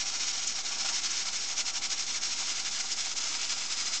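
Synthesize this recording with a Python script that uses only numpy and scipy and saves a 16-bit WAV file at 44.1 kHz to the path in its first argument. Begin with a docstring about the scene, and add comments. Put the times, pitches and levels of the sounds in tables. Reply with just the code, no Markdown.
"""A pressure cooker lets off steam on a kitchen stove. The weight on its vent rocks and lets out
about fourteen wet, spitting puffs a second, with a thin leak between them and faint whistles.
Inside, boiling bubbles make the pot ring, while the burner murmurs below. Once, water squirts out.
The cooker's sound bounces off nearby metal and dies away in the room."""
import sys
import numpy as np
from scipy import signal
from scipy.fft import rfft, irfft
from scipy.io import wavfile

SR = 44100
rng = np.random.default_rng(int(sys.argv[2]) if len(sys.argv) > 2 else 0)


def to_wav(s):
    """Save 16-bit WAV."""
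    ch = np.atleast_2d(s).T  # columns
    pcm = np.round(np.clip(ch, -1, 1) * 32767)  # PCM
    wavfile.write(sys.argv[1], SR, pcm.astype(np.int16))


N = 176400
TIME = np.arange(N) / SR
HZ = np.maximum(np.arange(N // 2 + 1) * SR / N, 1)

# each swing of the weight opens the vent: t/s, relative level/dB, length/s
PUFFS = [(0.0, -27.5, 0.048), (0.082, -30.0, 0.048), (0.15, -29.5, 0.047), (0.224, -27.5, 0.042),
         (0.289, -28.5, 0.042), (0.379, -30.5, 0.086), (0.438, -31, 0.023), (0.496, -30.5, 0.057),
         (0.584, -30.5, 0.052), (0.674, -30.5, 0.049), (0.738, -30.5, 0.045), (0.811, -28.0, 0.047),
         (0.861, -27, 0.022), (0.894, -27, 0.023), (0.964, -28, 0.071), (1.054, -27.0, 0.035),
         (1.121, -30, 0.064), (1.194, -28, 0.056), (1.278, -28.5, 0.037), (1.353, -29.5, 0.045),
         (1.429, -31, 0.07), (1.51, -30, 0.047), (1.594, -26.0, 0.04), (1.682, -28.1, 0.039),
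         (1.764, -29, 0.039), (1.845, -27.5, 0.039), (1.923, -28, 0.034), (2.004, -29.9, 0.061),
         (2.098, -30, 0.05), (2.161, -29, 0.036), (2.249, -28.5, 0.047), (2.324, -29.5, 0.048),
         (2.412, -29.5, 0.072), (2.498, -28.1, 0.052), (2.584, -29, 0.058), (2.668, -29, 0.039),
         (2.748, -30.0, 0.071), (2.807, -26.5, 0.013), (2.851, -34, 0.11), (2.919, -30, 0.034),
         (2.997, -28.5, 0.047), (3.062, -29, 0.035), (3.114, -31, 0.035), (3.178, -28.5, 0.029),
         (3.214, -31.6, 0.021), (3.277, -30, 0.1), (3.354, -29, 0.025), (3.43, -29.5, 0.07),
         (3.514, -27.5, 0.039), (3.619, -31, 0.11), (3.721, -27.5, 0.034), (3.798, -29, 0.065),
         (3.875, -29.5, 0.035), (3.95, -27, 0.051)]
# tone colour of the steam jet: f/Hz, relative level/dB
JET_COLOUR = [(100, -34), (350, -22.5), (600, -22.5), (1150, -9.5), (1600, -8.5), (1850, -9), (2200, -3.5),
              (2800, -5), (3300, -3), (4600, -3), (5300, 0), (6300, -1.56), (7100, -4.5), (8000, -12),
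              (8600, -22.5)]
# resonances around the weight, changing as the microphone drifts:
# f/Hz, width/Hz, boost at the start/dB, boost at the end/dB
VENT_PEAKS = [(4226, 100, 3.5, 1.5), (4891, 90, 2, 5.5), (5075, 90, -4, 2), (5225, 140, 4.5, 1),
              (5650, 160, 4.5, 1), (5945, 80, 4, 2.5), (6196, 70, 1, 3.5), (6610, 100, 7, 3.5),
              (6920, 80, 4, 1.5), (7150, 70, -1, 5.5), (7613, 110, 4, 4)]
# tones that come and go in the jet: middle t/s, length/s, f/Hz, level against the jet/dB
WHISTLES = [(0.206, 0.48, 5730, -10), (0.709, 1.2, 5220, -15), (2.096, 1.2, 5590, -15),
            (3.606, 0.97, 5070, -12)]
# the water surges against the pot: t/s, relative level/dB
SURGES = [(.12, -48), (.35, -48), (.585, -50), (.71, -47), (.775, -48), (.85, -46), (.915, -48),
          (1.265, -48), (1.59, -47.5), (2.405, -49), (3.07, -49), (3.25, -51), (3.83, -47.5), (3.91, -46)]
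# ringing notes of the pot and lid: f/Hz, relative level/dB, time to fade by 60 dB/s
POT_NOTES = [(640, -9, .03), (788, 0, .06), (946, -4.5, .07), (1155, -1.5, .05), (1340, -5.5, .04),
             (1420, -8, .05), (1620, -6, .03)]
# tone colour of the burner: f/Hz, relative level/dB
BURNER_COLOUR = [(25, -14), (45, -1.5), (62, 0), (100, -1.5), (185, 0.5), (220, 2.5), (300, 4), (400, 0.5),
                 (500, -0.5), (900, -9), (2500, -20.5)]
# resonances of the air under the pot: f/Hz, width/Hz, boost/dB
UNDER_POT_PEAKS = [(224, 14, 4.5), (247, 16, 1.5), (304, 19, 2.5)]
# echoes off the lid and the steel wall: delay/ms, drift/(ms per s), level/dB
METAL_ECHOES = [(1.312, .032, -19), (2.828, .026, -17), (3.004, .02, -17)]
# a slug of water squirts out: t/s, level/dB, length/s
SQUIRTS = [(.476, -28.5, .007)]

STEAM_GAIN_DB, LEAK_DB, FULL_FLOW_DB = -3.07, -46, -29   # leak and full flow use the scale of PUFFS
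TURBULENCE_DB, TURBULENCE_HZ, SPIT_DB = 1.2, 160, -8.5
BOIL_DB, SURGE_S, BOIL_LOW_HZ = -53, .022, 544   # the pot gives off little below this pitch
BURNER_DB, KITCHEN_DB, KITCHEN_FADE_S = -57, -13, .48
CUTOFF_HZ, OFFSET = 9300, .0088


def from_db(db):
    """Turn decibels into a number to multiply by."""
    return 10 ** (np.asarray(db) / 20)


def unit_power(x):
    """Scale a sound so that its average power is 1."""
    return x / np.sqrt(np.mean(x ** 2) + 1e-20)


def colour(x, points, peaks=()):
    """Shape a sound's lows and highs with a smooth curve plus narrow peaks; power 1."""
    hz, db = np.transpose(points)
    db = np.interp(np.log(HZ), np.log(hz), db)
    for centre, width, boost in peaks:
        db = db + boost / (1 + (2 * (HZ - centre) / width) ** 2)
    return unit_power(irfft(rfft(x) * from_db(db), N))


def narrow_noise(hz, spread_hz):
    """Noise gathered around one pitch; around 0 Hz it is a random wobble."""
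    spectrum = rfft(rng.standard_normal(N))
    return unit_power(irfft(spectrum / (1 + ((HZ - hz) / spread_hz) ** 2), N))


def flicker(depth_db=.5, speed_hz=40):
    """A volume that wavers at random."""
    return from_db(depth_db * narrow_noise(0, speed_hz))


def clicks(per_s, spread_db):
    """Clicks of random size at random times."""
    sizes = from_db(spread_db * np.minimum(rng.exponential(1, N), 4))
    return sizes * rng.choice([-1, 1], N) * (rng.random(N) < per_s / SR)


def swells(rows, steepness=2.35):
    """The power of rounded bursts; each stays above half its peak for its length."""
    power = 0
    for middle, db, length in rows:
        halvings = np.abs(2 * (TIME - middle) / length) ** steepness
        power = power + from_db(db) ** 2 * .5 ** np.minimum(halvings, 20)
    return power


def jet():
    """Swirling steam hisses and tears droplets apart, which spit."""
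    swirl = unit_power(rng.standard_normal(N) * flicker(TURBULENCE_DB, TURBULENCE_HZ))
    spits = from_db(SPIT_DB) * unit_power(clicks(per_s=1300, spread_db=-1))
    early = colour(swirl + spits, JET_COLOUR, [(hz, width, db) for hz, width, db, _ in VENT_PEAKS])
    late = colour(swirl + spits, JET_COLOUR, [(hz, width, db) for hz, width, _, db in VENT_PEAKS])
    return early + (late - early) * TIME / TIME[-1]


def whistles():
    """Steam blowing across an edge makes faint, breathy tones."""
    return sum(np.sqrt(swells([(middle, db, length)])) * narrow_noise(hz, spread_hz=28)
               for middle, length, hz, db in WHISTLES)


def steam(split_hz=3600, rush_growth=.098):
    """The rocking weight lets the jet out in puffs: a high hiss over a lower rush."""
    flow = np.sqrt(from_db(LEAK_DB) ** 2 + swells(PUFFS))
    noise = jet()
    rush = signal.sosfiltfilt(signal.butter(4, split_hz, fs=SR, output="sos"), noise)
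    hiss = (noise - rush) * flicker()
    # the rush needs an open vent, so it grows faster with the flow than the hiss does
    rush = rush * flicker() * (flow / from_db(FULL_FLOW_DB)) ** rush_growth
    return from_db(STEAM_GAIN_DB) * flow * (hiss + rush + whistles())


def ring(knocks, hz, fade_s):
    """Each knock sets one note of the pot ringing; it fades by 60 dB in fade_s."""
    decay = from_db(-60 / (fade_s * SR))
    angle = 2 * np.pi * hz / SR
    return signal.lfilter([0, np.sin(angle)], [1, -2 * decay * np.cos(angle), decay ** 2], knocks + 1e-18)


def boil():
    """Bursting bubbles knock on the pot, harder in surges, hitting each note with a random strength."""
    strength = np.sqrt(from_db(BOIL_DB) ** 2 + swells([(t, db, SURGE_S) for t, db in SURGES]))
    knocks = strength * clicks(per_s=900, spread_db=2.5)
    ringing = sum(from_db(db) * unit_power(ring(knocks * rng.standard_normal(N), hz, fade_s))
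                  for hz, db, fade_s in POT_NOTES)
    ringing = signal.sosfilt(signal.butter(2, BOIL_LOW_HZ, "high", fs=SR, output="sos"), ringing)
    return np.sqrt(np.mean(strength ** 2)) * unit_power(ringing)


def burner():
    """The burner's low, steady murmur resonates in the air under the pot."""
    return from_db(BURNER_DB) * colour(rng.standard_normal(N), BURNER_COLOUR, UNDER_POT_PEAKS)


def with_metal_echoes(x):
    """Add quick echoes off nearby metal; their delays slide as the microphone drifts."""
    out = x
    for ms, drift, db in METAL_ECHOES:
        delay_s = (ms + drift * TIME) / 1000
        out = out + from_db(db) * np.interp(TIME - delay_s, TIME, x)
    return out


def kitchen(x):
    """The room's many echoes blur into a short tail."""
    fade = from_db(-60 * TIME[:SR // 2] / KITCHEN_FADE_S)
    tail = rng.standard_normal(SR // 2) * fade
    return from_db(KITCHEN_DB) * signal.fftconvolve(x, tail / np.linalg.norm(tail))[:N]


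def squirt():
    """Water forced through the gap gives a short, shrill spurt."""
    return np.sqrt(swells(SQUIRTS)) * narrow_noise(hz=6500, spread_hz=660)


def scene():
    """Mix the cooker, its echoes and the burner into one channel."""
    cooker = steam() + squirt() + boil()
    return (burner() + with_metal_echoes(cooker) + kitchen(cooker))[None]


def record(dry):
    """Cut the highest treble steeply and shift the wave by a small, steady offset."""
    treble_cut = signal.cheby2(18, 60, CUTOFF_HZ, fs=SR, output="sos")
    return OFFSET + signal.sosfilt(treble_cut, dry)


dry = scene()
out = record(dry)
to_wav(out)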